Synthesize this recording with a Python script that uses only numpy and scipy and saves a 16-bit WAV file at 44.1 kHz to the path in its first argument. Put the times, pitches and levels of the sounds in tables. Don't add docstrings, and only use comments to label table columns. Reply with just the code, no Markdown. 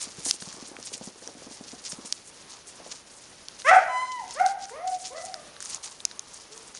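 import sys
import numpy as np
from scipy import signal
from scipy.fft import rfft, irfft, next_fast_len
from scipy.io import wavfile

SR = 44100
rng = np.random.default_rng(int(sys.argv[2]) if len(sys.argv) > 2 else 0)


def natural_amplitude(level_db):
    exponent = np.asarray(level_db, float) / 20
    return 10 ** exponent


def master(y):
    cut = np.clip(np.atleast_2d(y).T, -1, 1)
    pcm = np.round(cut * 32767)
    wavfile.write(sys.argv[1], SR, pcm.astype(np.int16))


N = 299483


def rms_one(x):
    return x / np.sqrt(np.mean(x ** 2) + 1e-20)


def at_hz(points, hz):
    points_hz, points_db = np.transpose(points)
    return np.interp(np.log(hz), np.log(points_hz), points_db)


def filtered(x, order, cut_hz, kind="low"):
    return signal.sosfilt(signal.butter(order, cut_hz, kind, fs=SR, output="sos"), x)


def colour(x, points):
    size = next_fast_len(N)
    hz = np.maximum(np.arange(size // 2 + 1) * SR / size, 1)
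    shaped = irfft(rfft(x, size) * natural_amplitude(at_hz(points, hz)), size)
    return rms_one(shaped[:N])


def drift(rate_hz, count=N):
    knots = rng.standard_normal(N // 64)
    place = np.arange(count) * rate_hz * 2 / SR
    return np.interp(place, np.arange(len(knots)), knots) * np.sqrt(3 / 2)


def knock(hz, cycles):
    turns = np.arange(int(0.12 * SR)) / SR * hz
    envelope = (turns / cycles) ** 2 * np.exp(2 - 2 * turns / cycles)
    return np.sin(2 * np.pi * turns) * envelope


def add(out, start_s, sound):
    i = int(start_s * SR)
    out[i:i + len(sound)] += sound[:N - i]


def strokes(rows, attack_s, t60_s):
    out, t = np.zeros(N), np.arange(SR) / SR
    for start_s, length_s, level_db in rows:
        decay_db = -60 * np.maximum(t - length_s, 0) / t60_s
        add(out, max(start_s, 0), np.minimum(t / attack_s, 1) * natural_amplitude(level_db + decay_db))
    return out


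def air():
    # (frequency [Hz], relative density [dB])
    air_spectrum = [(15, -40), (25, -4), (65, 0.5), (503, 3), (572, 3.5), (650, 1), (2170, -3), (3270, -4),
                    (6370, -4), (7630, -13.5), (8450, -10), (10100, -5.5), (11500, -17), (15000, -52),
                    (22000, -120)]
    level_db = -52
    waver_db = 0.9 * drift(3.0) + 1.1 * drift(15.0)
    return natural_amplitude(level_db + waver_db) * colour(rng.standard_normal(N), air_spectrum)


def scuffing():
    # (frequency [Hz], relative density [dB])
    grit_spectrum = [(1290, -15), (2200, -8.5), (3720, -4), (4580, 0.5), (6000, 2), (7750, 1),
                     (10000, -6.5), (10700, -11), (11500, -20.5), (15000, -59), (22000, -120)]
    # (time [s], length [s], level [dB])
    scuff_rows = [(0.0, 0.032, -35.5), (.1, 0.23, -51.5), (.245, 0.051, -28), (.40, 0.09, -47.5),
                  (.62, 0.031, -59), (.84, 0.036, -47.5), (.925, 0.034, -43.5), (1.02, 0.062, -46.5),
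                  (1.21, 0.056, -47), (1.49, 0.038, -49), (1.67, 0.014, -47), (1.83, 0.092, -47.5),
                  (2.045, 0.11, -47), (2.33, 0.028, -69), (2.49, 0.043, -48), (2.66, 0.018, -53),
                  (2.84, 0.11, -51), (3.06, 0.013, -49), (3.17, 0.017, -56), (3.25, 0.01, -62),
                  (3.345, 0.012, -65), (3.58, 0.041, -44), (4.28, 0.068, -46.5), (4.39, 0.059, -49),
                  (4.45, 0.051, -38), (4.57, 0.16, -48.5), (4.87, 0.08, -41), (5.04, 0.033, -42),
                  (5.16, 0.12, -47), (5.6, 0.086, -41.5), (5.69, 0.084, -40), (5.825, 0.034, -38),
                  (5.87, 0.049, -47), (6.27, 0.13, -52), (6.51, 0.058, -47.5), (6.74, 0.066, -46.5)]
    # (time [s], level [dB])
    shuffle_points = [(0, -45.5), (.6, -48), (1.3, -53.5), (1.9, -47.5), (2.2, -52.5), (3.5, -54),
                      (3.75, -40.5), (3.9, -55.5), (4.2, -49), (4.8, -69.5), (5.0, -46.5), (5.5, -55),
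                      (6.79, -52)]
    # (time [s], length [s], level [dB])
    scrape_rows = [(0.0, 0.074, -57), (.26, 0.044, -68), (.45, 0.18, -53.5), (.72, .05, -59),
                   (.86, 0.086, -62), (1.24, 0.044, -59), (1.55, 0.13, -63), (1.87, 0.21, -58.5),
                   (2.29, 0.031, -65), (2.47, .08, -55.5), (2.74, 0.22, -59), (3.13, 0.048, -60),
                   (5.63, 0.26, -53), (6.0, 0.74, -62.5)]
    split_hz = 7300.0

    sizes = natural_amplitude(3.8 * np.minimum(rng.exponential(1, (3, N)), 5)) * rng.choice([-1, 1], (3, N))
    clumps = natural_amplitude(3.3 * np.array([drift(40.0), drift(40.0), drift(14.0)]))
    grains_per_s = np.array([[4000.0], [4000.0], [3000.0]]) * clumps
    grains = sizes * (rng.random((3, N)) < grains_per_s / SR)
    coarse = natural_amplitude(3.56 * drift(25.0)) * filtered(grains[0], 4, split_hz)
    fine = natural_amplitude(4.0 * drift(25.0)) * filtered(grains[1], 4, split_hz, "high")
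    soil = rms_one(filtered(grains[2], 2, [800.0, 1250.0], "band"))

    shuffle = natural_amplitude(np.interp(np.arange(N) / SR, *np.transpose(shuffle_points)))
    drag = strokes(scuff_rows, attack_s=0.011, t60_s=0.1) + shuffle
    scrape = strokes(scrape_rows, attack_s=0.015, t60_s=0.28)
    return drag * colour(coarse + fine, grit_spectrum) + scrape * soil


def snaps():
    # (time [s], crack level [dB], pitch [Hz], tick level re crack [dB])
    snap_rows = [(0.2885, -20, 5200, -20), (0.3097, -0.5, 5910, -28), (0.4225, -27, 4400, -4.5),
                 (0.5272, -29, 6600, -6.5), (0.766, -29, 2420, -1.5), (0.8272, -26.5, 6230, -24),
                 (0.9783, -29, 7400, -23), (1.275, -23, 5600, -14), (1.84, -32, 5740, -26),
                 (1.9206, -19, 5850, -15), (2.1245, -6.5, 5350, -44), (3.484, -19.5, 5460, -39),
                 (3.6192, -27, 3900, -12), (4.279, -31, 6160, -13), (4.3084, -23, 6500, -19),
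                 (4.4626, -14, 5700, -27), (4.654, -29, 6390, -14), (4.695, -42, 2520, 10),
                 (4.8746, -26.5, 7050, -15), (5.181, -38, 3950, 3), (5.2515, -22.5, 7900, -35),
                 (5.3418, -19.5, 5270, -9.5), (5.565, -37, 3980, 0.5), (5.604, -23, 6870, -10),
                 (5.6253, -17.5, 7600, -16), (5.657, -23.5, 6100, -16), (5.746, -15.5, 7340, -43),
                 (5.8723, -35, 4670, -26), (6.0033, -27.5, 3760, -24), (6.0517, -6.5, 6150, -55),
                 (6.1127, -29, 4400, -9), (6.1936, -17.5, 6600, -40), (6.5769, -26, 6300, -31),
                 (6.7492, -27.5, 6230, -10.5)]
    attack_s, t60_s = 0.00042, 0.007
    out, t = np.zeros(N), np.arange(int(0.12 * SR)) / SR
    envelope = natural_amplitude(-60 * t / t60_s) * np.minimum(t / attack_s, 1)
    for start_s, level_db, hz, tick_db in snap_rows:
        band_hz = [hz * 0.78, min(hz * 1.06, 12000)]
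        noise = rms_one(filtered(rng.standard_normal(len(t)), 1, band_hz, "band"))
        tail = 0.66 * noise * envelope
        tick = natural_amplitude(tick_db) * knock(1540.0, 0.92)
        add(out, start_s + 0.0003, natural_amplitude(level_db) * (knock(hz, 1.73) + tail + tick))
    return out


def thuds():
    # (time [s], push level [dB], pitch [Hz])
    thud_rows = [(0.068, -38, 230), (0.18, -39, 160), (0.26, -31.5, 278), (0.419, -37.5, 198),
                 (0.47, -38, 182), (0.539, -43.5, 236), (0.565, -38.5, 955), (0.622, -37, 260),
                 (0.712, -38, 305), (0.785, -36.5, 387), (0.916, -40, 397), (0.946, -42, 250),
                 (0.97, -44, 482), (1.009, -34.5, 230), (1.071, -34, 214), (1.218, -41, 446),
                 (1.269, -39.5, 405), (1.285, -37, 600), (1.419, -38.5, 527), (1.464, -36.5, 254),
                 (1.508, -40, 277), (1.606, -36.5, 226), (1.728, -35.5, 256), (1.926, -39, 178),
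                 (1.984, -34.5, 257), (2.045, -39, 240), (2.799, -38, 640), (2.861, -36.5, 560)]
    patter_end_s, patter_db, patter_spread_db = 2.2, -43, 3
    patter_low_hz, patter_high_hz = 180, 520
    when, weight, size = rng.random((12, 3)).T
    patter_level_db = patter_db + patter_spread_db * (2 * weight - 1)
    patter_hz = patter_low_hz * (patter_high_hz / patter_low_hz) ** size
    steps = list(thud_rows) + list(zip(when * patter_end_s, patter_level_db, patter_hz))

    out, t = np.zeros(N), np.arange(int(0.12 * SR)) / SR
    noise = rng.standard_normal((len(steps), len(t)))
    settling = rms_one(filtered(noise, 2, [200.0, 750.0], "band")) * natural_amplitude(-60 * t / 0.15)
    for (start_s, level_db, hz), soil, hardness in zip(steps, settling, rng.random(len(steps))):
        slap = 0.69 * hardness * knock((1.57 + 2.24 * hardness) * hz, 1.2)
        add(out, start_s + 0.00172, natural_amplitude(level_db) * (knock(hz, 0.91) + slap + 0.34 * soil))
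    return out


def peak_click():
    out = np.zeros(N)
    add(out, 3.7100, natural_amplitude(-16) * knock(2200.0, 0.25))
    return out


def voice(calls, slopes_db, tract, pure_width_hz, edge_s):
    pure_hz, pure_db, rasp_db, steepest_rise_db = 791.3, -18, 23, 8
    out, k = np.zeros(N), np.arange(1, 16)[:, None]
    for rows, slope_db in zip(calls, slopes_db):
        s, *columns = np.transpose(rows)
        t = np.arange(s[0], s[-1], 1 / SR)
        hz, level_db, rough = [np.interp(t, s, column) for column in columns]
        rough = np.clip(rough, 0, 1)

        purity = np.exp(-((hz - pure_hz) / pure_width_hz) ** 2)
        slope = np.minimum(slope_db + pure_db * purity + rasp_db * rough, steepest_rise_db)
        tract_db = at_hz(tract, k * hz) - at_hz(tract, hz)
        heights = (k * hz < SR / 3) * natural_amplitude(slope * np.log2(k) + tract_db)

        shaken_hz = hz * (1 + 0.12 * rough * drift(250.0, count=len(t)))
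        phase = 2 * np.pi * np.cumsum(shaken_hz) / SR
        wander = np.array([drift(300.0, count=len(t)) for _ in k])
        blur = 1.3 * rough * (k - 1) * wander
        stack = np.sum(heights * np.sin(k * phase + blur), axis=0)
        stack *= 1 + 1.8 * rough * drift(90.0, count=len(t))
        fade = np.clip(np.minimum(t - s[0], s[-1] - t) / edge_s, 0, 1)
        add(out, s[0], np.sqrt(2) * natural_amplitude(level_db) * fade * stack)
    return out


def whining():
    # (time [s], pitch [Hz], fundamental level [dB], roughness [0-1])
    whine_calls = [
        [(3.875, 1020, -37, 0.028), (3.93, 1006, -32.5, .01), (3.97, 1005, -26.5, 0.0044),
         (4.03, 1027, -32, 0.0053), (4.11, 1019, -37, 0.0057), (4.17, 990, -35.5, 0.022),
         (4.2, 933, -35.5, .027), (4.23, 758, -41.5, 0.054), (4.27, 695, -48, 0.093)],
        [(5.15, 2010, -51, 0.023), (5.19, 1990, -47, .016), (5.29, 2000, -68, 0.018)],
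    ]
    whine_slopes_db = [2.04, -15]
    # (frequency [Hz], gain [dB])
    nose = [(700, 29), (1000, 4.5), (2000, -2), (3000, -12.5), (4000, -15), (5000, -20), (7000, -18.5),
            (9000, -18), (11000, -53)]
    return voice(whine_calls, whine_slopes_db, nose, pure_width_hz=170, edge_s=0.027)


def yelping():
    # (time [s], pitch [Hz], fundamental level [dB], roughness [0-1])
    yelp_calls = [
        [(3.644, 493, -42, 0), (3.661, 530.4, -34, 0.04), (3.681, 617, -26, 0.1), (3.701, 682.6, -21.5, 0.17),
         (3.709, 714, -13, 0.28), (3.722, 767.4, -11, 0.33), (3.738, 778.3, -20.5, 0.5),
         (3.785, 777, -34, 0.67)],
        [(4.345, 441, -54, 0.01), (4.375, 597, -37.5, 0), (4.398, 679, -37.5, 0.31), (4.41, 746.5, -17, 0.02),
         (4.435, 798.3, -23.5, 0.02), (4.55, 783, -34.5, 0.12), (4.61, 780, -56, 0.1)],
        [(4.70, 430, -55, 0.11), (4.72, 468, -43.5, 0.06), (4.76, 587, -45.5, 0.18), (4.85, 749.5, -35.5, 0.05),
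         (4.88, 741, -28, 0.02), (4.92, 737.5, -35.5, 0.07), (4.97, 718, -51, 0.03)],
        [(5.10, 445, -49, 0.02), (5.15, 611, -40.5, 0.2), (5.20, 683, -45, 0.11), (5.27, 784, -44.5, 0.17),
         (5.38, 599.4, -52.5, 0.14), (5.46, 580.5, -63, 0.07), (5.59, 579.5, -67, 0)],
        [(6.5, 408.5, -57, .02), (6.56, 459.4, -55, 0.02), (6.63, 479, -60, .02), (6.70, 435, -68, .03)],
    ]
    yelp_slopes_db = [4.5, -0.5, -5.5, -8, -11]
    # (frequency [Hz], gain [dB])
    throat = [(900, 4.5), (1500, 0), (2100, -3.5), (2700, -18.5), (3400, -26.5), (4300, -38), (5600, -32),
              (8500, -41), (11000, -49.5)]
    # (frequency [Hz], gain [dB])
    gagged = [(800, 3.5), (1200, 1.5), (1500, -13), (2050, -0.5), (2600, -16), (11000, -57)]
    width_hz = 82.5
    open_yelps = voice(yelp_calls[:2], yelp_slopes_db[:2], throat, width_hz, edge_s=0.0059)
    gagged_yelps = voice(yelp_calls[2:], yelp_slopes_db[2:], gagged, width_hz, edge_s=0.0086)
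    return open_yelps + gagged_yelps


def yard(x):
    t60_s, gap_s, cut_hz = 0.57, 0.0046, 3550
    tail_db, wall_s, wall_db = -0.5, 0.052, -6
    t = np.arange(SR) / SR
    tail = rng.standard_normal(SR) * natural_amplitude(-60 * t / t60_s) * np.clip(t / gap_s - 1, 0, 1)
    tail *= natural_amplitude(tail_db) / np.sqrt(np.sum(tail ** 2))
    add(tail, wall_s, natural_amplitude(wall_db) * np.ones(1))
    return signal.fftconvolve(x, filtered(tail, 1, cut_hz))[:N]


def scene():
    small_sounds = snaps() + thuds() + peak_click()
    whines = whining()
    yelps = yelping()
    to_walls = yelps + natural_amplitude(-4.0) * whines + natural_amplitude(-19.5) * small_sounds
    mix = air() + scuffing() + small_sounds + whines + yelps + yard(to_walls)
    return mix[None]


def band_limit(x):
    return signal.sosfilt(signal.butter(12, 16840, fs=SR, output="sos"), x)


def record(dry):
    notch_hz, notch_width_hz, cutoff_hz, overload = 7680, 490, 11865, 0.78
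    x = signal.lfilter(*signal.iirnotch(notch_hz, notch_hz / notch_width_hz, fs=SR), dry)
    x = signal.sosfilt(signal.cheby2(10, 38, cutoff_hz, fs=SR, output="sos"), x)
    return band_limit(np.clip(x, -overload, overload))


dry = scene()
out = record(dry)
master(out)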